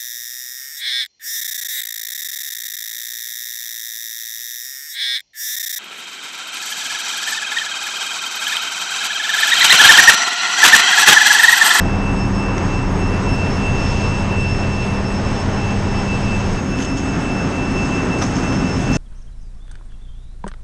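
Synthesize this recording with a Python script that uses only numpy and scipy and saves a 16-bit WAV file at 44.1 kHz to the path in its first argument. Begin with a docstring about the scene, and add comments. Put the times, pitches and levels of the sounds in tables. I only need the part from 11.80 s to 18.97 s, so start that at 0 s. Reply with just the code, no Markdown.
"""A roaring drone and a fading whine, a switch click, metal knocks, a soft rub, and hiss at the end: a ship's
engine room beside a generator set, the balance of the sound shifting abruptly twice. Diesel and pumps are sums
of steady sines; the hall's roar is coloured noise that partly repeats each engine cycle. Turbocharger whines
are sines and fading tones; the hand's blows are noise bursts through resonances; rub and air are band-passed
noise, and faint ticks are single samples. A small microphone dulls the top."""
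import sys
import numpy as np
from scipy import signal
from scipy.fft import rfft, irfft
from scipy.io import wavfile
from scipy.ndimage import uniform_filter1d

SR = 44100
rng = np.random.default_rng(int(sys.argv[2]) if len(sys.argv) > 2 else 0)


def wrap_up_sound(samples):
    """Save the sound to the file named by the first command line argument, as 16-bit audio."""
    columns = np.atleast_2d(samples).T
    # keep every value between -1 and 1, then stretch to whole-number steps
    tamed = np.clip(columns, -1, 1)
    steps = np.round(tamed * 32767).astype(np.int16)
    wavfile.write(sys.argv[1], SR, steps)


N = 316197
TIME_S = np.arange(N) / SR

# Moments when the sound shifts abruptly to a new balance, in seconds.
CHANGES_S = [1.555, 4.8]

# Roar of the hall between the tones, low and high part. # Each row: frequency in Hz, mean level in dB per Hz in
# part 1, 2, 3.
RUMBLE_HZ_DB = [(12, -77, -54, -46), (24.2, -45, -35.5, -58), (32, -45, -50, -40),
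                (41.8, -39.5, -45, -43.5), (54.7, -44, -45, -46.5), (82.5, -49.5, -43.5, -45.5),
                (102, -44.5, -40.5, -46.5), (124, -43, -47.5, -45.5), (149, -49, -44.5, -44.5),
                (184, -44, -49, -43), (215, -50.5, -46.5, -45.5), (256, -49, -52.5, -47),
                (345, -51, -53, -52), (405, -52.5, -54, -54)]
ROAR_HZ_DB = [(594, -57, -56, -57), (950, -55, -57, -59), (1300, -60.5, -62, -61.5), (1740, -63, -64, -64),
              (2230, -68, -67.5, -68.5), (2760, -70, -68.5, -69.5), (4300, -79.5, -78, -80),
              (5330, -74, -73, -75), (5720, -78, -78, -78.5), (6490, -74.5, -72.5, -70.5),
              (6930, -84.5, -84, -82.5), (8410, -86.5, -84, -84.5), (9310, -102, -100, -98),
              (10150, -108, -105, -104), (11200, -113, -111, -105), (11300, -140, -138, -132)]
# Slow swell of the roar. Each row: time in seconds, middle, treble and bass gain in dB.
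SWELL_S_DB = [(0, -1, -1, -1), (1.4, -.5, -1.5, 2), (2.2, 1, 1, 1), (3.4, 0, -1, -1), (4.77, 0.5, 1.5, 0),
              (4.82, -2.5, -2, -2.5), (5.4, 0, -0.5, -0.5), (6.2, 1.5, 1, .5), (7.17, 1, 1.5, 3)]
CLATTER_SHARE, CLATTER_KEEP = 0.49, 0.832  # power share before band limits; carry-over between cycles
CLATTER_LOW_HZ, CLATTER_TOP_HZ = 248, 2180

CYCLE_HZ = 7.5087  # one four-stroke cycle, two shaft turns
# Strong multiples of the engine cycle.
ORDERS = [5, 11, 12, 16, 17, 23, 24, 32, 34, 35, 36, 38, 44, 48, 53, 54, 56, 108, 132, 185, 199, 240]
# Their levels, in the same order. Each row: nominal rms in dB in part 1, 2, 3.
ORDERS_DB = [(-40, -34, -50), (-39, -38, -36), (-25, -26, -34), (-36, -34, -52), (-33, -31, -32),
             (-34, -44, -38), (-37, -37, -39), (-48, -41, -43), (-44, -42, -37), (-41, -37, -32),
             (-30, -39, -31.5), (-41, -47, -44), (-43, -57, -47), (-38, -41, -46), (-42, -43, -47),
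             (-45, -46, -48), (-44, -50, -56), (-47, -47, -47), (-49, -50, -53), (-58, -51, -58),
             (-58, -56, -48), (-49, -50, -48)]
# Steady tones of pumps and fans. Each row: frequency in Hz, nominal rms in dB in part 1, 2, 3.
HUMS_HZ_DB = [(31.14, -26.5, -35, -41), (198.2, -26.5, -27, -34), (300, -59, -49, -36.5),
              (374, -48, -49, -38), (398, -68, -45.5, -49)]

# Turbocharger blade tone. Each row: time in seconds, mean frequency in Hz.
TURBO_S_HZ = [(0, 2660), (.6, 2666), (1.2, 2671.5), (1.75, 2675), (2.9, 2670.5), (3.9, 2660.5), (4.6, 2653),
              (5.2, 2655.5), (6, 2662.3), (7.17, 2663)]
# First partial, fading in and out by echoes in the hall. Each row: time in seconds, nominal rms in dB.
TURBO_S_DB = [(0.02, -37), (0.13, -31.5), (0.19, -37), (0.29, -29), (0.36, -39), (0.45, -33.5), (0.51, -56),
              (0.61, -30.5), (0.81, -35.5), (0.86, -45), (0.97, -30.5), (1.09, -47), (1.15, -54),
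              (1.19, -43), (1.22, -34), (1.37, -34), (1.42, -46), (1.5, -28), (1.57, -33), (1.63, -26.5),
              (1.73, -48), (1.88, -27.5), (2.11, -33), (2.14, -31.5), (2.21, -32.5), (2.25, -28),
              (2.3, -30), (2.33, -30), (2.44, -33.5), (2.46, -43.5), (2.54, -27.5), (2.62, -24.5),
              (2.74, -30.5), (2.83, -30.5), (2.89, -37), (3.03, -28.5), (3.1, -33.5), (3.18, -32.5),
              (3.21, -49), (3.32, -34.5), (3.4, -56), (3.48, -34), (3.55, -44), (3.6, -40), (3.63, -56),
              (3.68, -53), (3.7, -39), (3.76, -44), (3.81, -34), (3.88, -33.5), (4.04, -47), (4.18, -31),
              (4.25, -41), (4.31, -27.5), (4.36, -30), (4.39, -42), (4.55, -28), (4.58, -33), (4.66, -47),
              (4.76, -60), (4.79, -33.5), (4.81, -59), (4.85, -59), (4.95, -31), (4.99, -38), (5.22, -36),
              (5.24, -37), (5.3, -32.5), (5.39, -52), (5.5, -30.5), (5.57, -34), (5.63, -31), (5.7, -44),
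              (5.78, -28), (5.93, -39), (5.96, -31.5), (6.04, -27.5), (6.09, -50), (6.13, -29.5),
              (6.19, -28), (6.25, -42), (6.28, -44), (6.33, -29), (6.45, -42), (6.55, -36.5), (6.59, -58),
              (6.63, -34), (6.72, -32.5), (6.78, -41), (6.9, -33), (6.97, -59), (6.99, -39), (7.16, -29)]
# Second partial, likewise. Each row: time in seconds, nominal rms in dB.
TURBO_TWICE_S_DB = [(0.02, -44), (0.07, -53), (0.19, -43), (0.22, -61), (0.34, -59), (0.42, -37),
                    (0.48, -55), (0.55, -39.5), (0.67, -48), (0.7, -49), (0.8, -61), (0.85, -44),
                    (0.92, -59), (0.97, -41), (1.04, -60), (1.07, -45), (1.14, -57), (1.22, -43),
                    (1.41, -61), (1.54, -36), (1.57, -51), (1.73, -39.5), (1.86, -61), (1.97, -49),
                    (2.1, -32), (2.14, -52), (2.28, -39), (2.32, -51), (2.4, -41.5), (2.48, -61),
                    (2.52, -48), (2.55, -61), (2.61, -41), (2.78, -38.5), (2.89, -55), (2.94, -38.5),
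                    (2.98, -51), (3.04, -37), (3.12, -56), (3.18, -41), (3.22, -51), (3.27, -36),
                    (3.32, -55), (3.37, -36), (3.43, -47), (3.48, -36.5), (3.52, -50), (3.61, -38),
                    (3.64, -54), (3.81, -39), (3.87, -54), (3.91, -41), (3.93, -57), (4.0, -42),
                    (4.05, -54), (4.09, -43), (4.13, -50), (4.19, -39), (4.32, -61), (4.44, -42),
                    (4.48, -61), (4.52, -48), (4.61, -61), (4.66, -40), (4.81, -65), (4.98, -42),
                    (5.02, -50), (5.08, -39), (5.19, -40), (5.24, -61), (5.29, -40), (5.32, -54),
                    (5.4, -43), (5.47, -55), (5.59, -41), (5.75, -66), (5.96, -40), (6.1, -50), (6.17, -40),
                    (6.2, -56), (6.23, -42), (6.27, -51), (6.33, -42), (6.36, -55), (6.43, -39), (6.5, -61),
                    (6.55, -39), (6.65, -58), (6.76, -35.5), (6.84, -52), (6.93, -33.5), (7.03, -58),
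                    (7.16, -39)]
# Upper partials. Each row: multiple of the blade tone, mean rms in dB.
TURBO_UPPER_DB = [(3, -55.5), (4, -62), (5, -58)]
# Turbulence round each partial. Each row: multiple of the blade tone, rms in dB, fades per second.
TURBO_SKIRT_DB = [(1, -49, 90), (2, -53, 80), (3, -59.5, 150), (4, -70, 400)]
FADES_PER_S = 7  # per multiple of the blade tone
SCATTER_DB = -24  # flutter of the first two partials, relative to their level
WHINE_HZ, WHINE_DRIFT_HZ, WHINE_DB, WHINE_FADES_PER_S = 6506, 3, -51.5, 6

# Click of the switch: start in seconds, strength in dB, t60 in seconds, body in Hz, body level in dB,
# main ring in Hz, treble ring level in dB.
SWITCH = (0.7795, -10.5, .014, 1900, 0, 5800, -6)
SWITCH_RISE_S, SWITCH_SNAP_DB = .001, 17
# Knocks and scrapes on fittings. Each row: start in seconds, strength in dB, t60 in seconds, body in Hz,
# body level in dB, main ring in Hz, treble ring level in dB.
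KNOCKS = [(4.974, -23, .12, 2600, -7, 6300, 5), (4.984, -14, 0.05, 2600, -9, 6350, -2),
          (4.998, -20, .1, 2000, 5, 6250, 8), (5.011, -23, 0.064, 3080, -1, 6200, 9),
          (5.021, -11, 0.05, 3100, -12, 6240, 1), (5.033, -16.5, 0.055, 3080, -15, 6240, 3),
          (5.043, -18, 0.12, 2980, -8, 6400, 3), (5.169, -16, 0.16, 2970, -9, 6400, -22),
          (6.384, -13, .06, 1200, -10, 6300, 2), (6.411, -15, 0.07, 1000, 2, 5300, -14),
          (6.417, -9.5, 0.076, 900, 5, 5900, -8), (6.427, -19, 0.065, 1300, 5, 5900, -6),
          (6.440, -17.5, .1, 1100, 1, 6200, -7), (6.462, -22, 0.069, 1200, 5, 6300, -14),
          (6.555, -14.5, .08, 1500, -5, 6160, -12), (6.58, -25, .08, 1500, -5, 6200, -12),
          (6.629, -21, 0.13, 1500, 5, 6100, -12), (6.72, -22, 0.13, 1800, 5, 6100, -15)]
KNOCK_RISE_S, KNOCK_SNAP_DB = 0.003, -3
# Resonances besides the main ring. Each row: centre in Hz, width per pass in Hz, level in dB.
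RING_HZ_DB = [(3020, 1300, -13.5), (4480, 810, -8.5), (5550, 790, -3.5)]
# Treble resonances, raised or lowered by each blow's own treble level.
# Each row: centre in Hz, width per pass in Hz, level in dB before that treble level.
TREBLE_RING_HZ_DB = [(7350, 810, -27), (10100, 1900, -28), (12500, 1500, -27)]
RING_WIDTH_HZ, BODY_WIDTH_HZ = 670, 1270  # per pass

# Faint ticks. Each row: time in seconds, peak in dB before the high-pass.
TICKS_S_DB = [(1.5564, -27), (4.7975, -38), (7.117, -21)]
TICK_HZ = 9000
# Glove brushing past: start, rise and fall in seconds, rms in dB, centre in Hz, width in Hz.
RUB = (3.0, .035, .08, -36.5, 2600, 2600)
# Thin hiss among the knocks, then compressed air at the end.
# Each row: start, rise, hold and fall in seconds, nominal rms in dB.
AIR_S_DB = [(6.42, 0.028, 0.3, .12, -44), (7.108, 0.05, .1, .05, -29)]
AIR_HZ, AIR_TREBLE_DB = 6160, 1

DRIVE = 1.27  # input gain into the rounding of peaks
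MIC_HZ, TOP_HZ = 11050, 15900  # microphone roll-off, final cut-off


def undb(db):
    """Decibels to amplitude ratio."""
    return 10 ** (np.asarray(db) / 20)


def curve(table, column):
    """One column of a table, joined by straight lines in time."""
    rows = np.array(table, float)
    return np.interp(TIME_S, rows[:, 0], rows[:, column])


def parts():
    """Weight of each part of the sound over time; each change takes 10 ms."""
    gone = [np.clip((TIME_S - s) / .01 + .5, 0, 1) for s in CHANGES_S]
    return np.array([1 - gone[0], gone[0] - gone[1], gone[1]])


def walk(rate_hz):
    """Random levels held 1 / rate_hz and slewed twice; spread 1."""
    hold = int(SR / rate_hz)
    levels = np.repeat(rng.standard_normal(N // hold + 1), hold)
    slewed = uniform_filter1d(uniform_filter1d(levels, hold), hold)[:N]
    return slewed / slewed.std()


def resonate(x, hz, width_hz):
    """Band-pass with gain 1 at the centre."""
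    return signal.lfilter(*signal.iirpeak(hz, hz / width_hz, fs=SR), x)


def twice(x, hz, width_hz):
    """A steep resonance: two equal passes."""
    return resonate(resonate(x, hz, width_hz), hz, width_hz)


def tone(hz, db):
    """A sine of rms level db that follows hz, from a random phase."""
    turns = np.cumsum(hz + 0 * TIME_S) / SR + rng.random()
    return np.sqrt(2) * undb(db) * np.sin(2 * np.pi * turns)


def faded(hz, db, fades_per_s):
    """A tone heard over many paths: two quadratures wander apart, so it fades and returns."""
    turn = np.exp(2j * np.pi * np.cumsum(hz) / SR)
    paths = walk(fades_per_s) + 1j * walk(fades_per_s)
    return undb(db) * np.real(paths * turn)


def clatter():
    """Valve and piston noise: each cycle repeats most of the one before; rms 1."""
    size = round(SR / CYCLE_HZ)
    fresh = rng.standard_normal((N // size + 41, size))
    fresh_gain = np.sqrt(1 - CLATTER_KEEP ** 2)
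    cycles = signal.lfilter([fresh_gain], [1, -CLATTER_KEEP], fresh, axis=0)
    return cycles[40:].ravel()[:N]  # skip the build-up


def hall():
    """Broad roar, partly repeating with the engine cycle, coloured differently in each part and swelling by
    band."""
    hz = np.maximum(np.fft.rfftfreq(N, 1 / SR), 1)
    share = CLATTER_SHARE / (1 + (CLATTER_LOW_HZ / hz) ** 2) / (1 + (hz / CLATTER_TOP_HZ) ** 4)
    white = np.sqrt(share) * rfft(clatter()) + np.sqrt(1 - share) * rfft(rng.standard_normal(N))
    rows = np.array([(4, -90, -90, -90)] + RUMBLE_HZ_DB + ROAR_HZ_DB, float)
    above_bass = 1 / (1 + (300 / hz) ** 2)
    treble = 1 / (1 + (3000 / hz) ** 4)
    bands = [1 - above_bass, above_bass - treble, treble]
    bass_db = curve(SWELL_S_DB, 3) + 0.75 * walk(2.114)
    middle_db = curve(SWELL_S_DB, 1) + 0.95 * walk(9)
    treble_db = curve(SWELL_S_DB, 2) + 1.0 * walk(6.01)
    out = 0
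    for k, here in enumerate(parts()):
        colour_db = np.interp(np.log(hz), np.log(rows[:, 0]), rows[:, k + 1])
        colour = undb(colour_db) * np.sqrt(SR / 2)  # density to white-noise gain
        for band, swell_db in zip(bands, [bass_db, middle_db, treble_db]):
            out = out + here * undb(swell_db) * irfft(white * colour * band, N)
    return out


def diesel_and_pumps():
    """Steady lines, each wavering a little, each with its own level in each part."""
    here = parts()
    orders = [(k * CYCLE_HZ, *db) for k, db in zip(ORDERS, ORDERS_DB)]
    out = 0
    for hz, *place_db in orders + HUMS_HZ_DB:
        out = out + tone(hz, 1.6 * walk(3.52)) * (undb(place_db) @ here)
    return out


def whines():
    """Turbocharger blade tones with turbulence round the partials, and a second, higher whine."""
    hz = curve(TURBO_S_HZ, 1) * (1 + 0.000391 * walk(13))
    out = 0
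    for k, table in enumerate([TURBO_S_DB, TURBO_TWICE_S_DB], start=1):
        s, level_db = np.transpose(table)
        level = np.interp(TIME_S, s, undb(level_db))
        partial = tone(k * hz, 1.25 * walk(40)) + faded(k * hz, SCATTER_DB, 2 * FADES_PER_S)
        out = out + partial * level
    for k, db in TURBO_UPPER_DB:
        out = out + faded(k * hz, db, k * FADES_PER_S)
    for k, db, fades_per_s in TURBO_SKIRT_DB:
        out = out + faded(k * hz, db, fades_per_s)
    whine_hz = WHINE_HZ + WHINE_DRIFT_HZ * walk(1.5)
    return out + faded(whine_hz, WHINE_DB, WHINE_FADES_PER_S)


def ring(x, main_hz, treble_db):
    """Bright colour of thin fittings: a main resonance plus fixed ones."""
    def modes(rows):
        """Sum of resonances, one a row."""
        return sum(undb(db) * twice(x, hz, width_hz) for hz, width_hz, db in rows)
    main = twice(x, main_hz, RING_WIDTH_HZ)
    return main + modes(RING_HZ_DB) + undb(treble_db) * modes(TREBLE_RING_HZ_DB)


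def hand():
    """Each blow is a snap and a rough burst that dies away, heard through body and ring."""
    out = np.zeros(N)
    grit = rng.standard_normal(N) * undb(2.5 * walk(600))
    age_s = np.arange(SR // 4) / SR
    blows = [(*SWITCH, SWITCH_RISE_S, SWITCH_SNAP_DB)]
    blows += [(*row, KNOCK_RISE_S, KNOCK_SNAP_DB) for row in KNOCKS]
    for s, db, t60_s, body_hz, body_db, ring_hz, treble_db, rise_s, snap_db in blows:
        start = int(s * SR)
        stop = start + len(age_s)
        shape = (1 - np.exp(-age_s / rise_s)) * np.exp(-np.log(1000) * age_s / t60_s)
        burst = grit[start:stop] * shape
        burst = burst * 1.3 * np.linalg.norm(shape) / np.linalg.norm(burst)  # energy set by the shape
        burst[int(rise_s * SR)] += undb(snap_db)
        body = undb(body_db) * twice(burst, body_hz, BODY_WIDTH_HZ)
        out[start:stop] += undb(db) * (body + ring(burst, ring_hz, treble_db))
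    return out


def ticks():
    """Single-sample impulses, high-passed so that only the treble is heard."""
    out = np.zeros(N)
    for s, db in TICKS_S_DB:
        out[int(s * SR)] = undb(db)
    return signal.sosfilt(signal.butter(2, TICK_HZ, "high", fs=SR, output="sos"), out)


def rub():
    """A soft, broad brush of cloth on metal: band-passed noise that rises and falls."""
    s, rise_s, fall_s, db, hz, width_hz = RUB
    hiss = twice(twice(rng.standard_normal(N), hz, width_hz), hz, 2 * width_hz)
    rise = (TIME_S - s) / rise_s
    fall = 1 - (TIME_S - s - rise_s) / fall_s
    return undb(db) * hiss / hiss.std() * np.clip(np.minimum(rise, fall), 0, 1)


def air():
    """Hiss as of leaking air: noise through the ring resonances, fluttering a little."""
    hiss = ring(rng.standard_normal(N), AIR_HZ, AIR_TREBLE_DB)
    gate = 0
    for s, rise_s, hold_s, fall_s, db in AIR_S_DB:
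        rise = (TIME_S - s) / rise_s
        fall = 1 - (TIME_S - s - rise_s - hold_s) / fall_s
        gate = gate + undb(db) * np.clip(np.minimum(rise, fall), 0, 1)
    return hiss / hiss.std() * gate * undb(1.8 * walk(45))


def scene():
    """Sum of all sources but the ticks, one channel."""
    return (hall() + diesel_and_pumps() + whines() + hand() + rub() + air())[None]


def record(dry):
    """The input rounds peaks, the microphone dulls the top; ticks join before the final cut-off."""
    rounded = np.tanh(DRIVE * dry) / DRIVE
    heard = signal.sosfilt(signal.butter(10, MIC_HZ, fs=SR, output="sos"), rounded)
    return signal.sosfilt(signal.ellip(10, .2, 70, TOP_HZ, fs=SR, output="sos"), heard + ticks())


dry = scene()
out = record(dry)
wrap_up_sound(out)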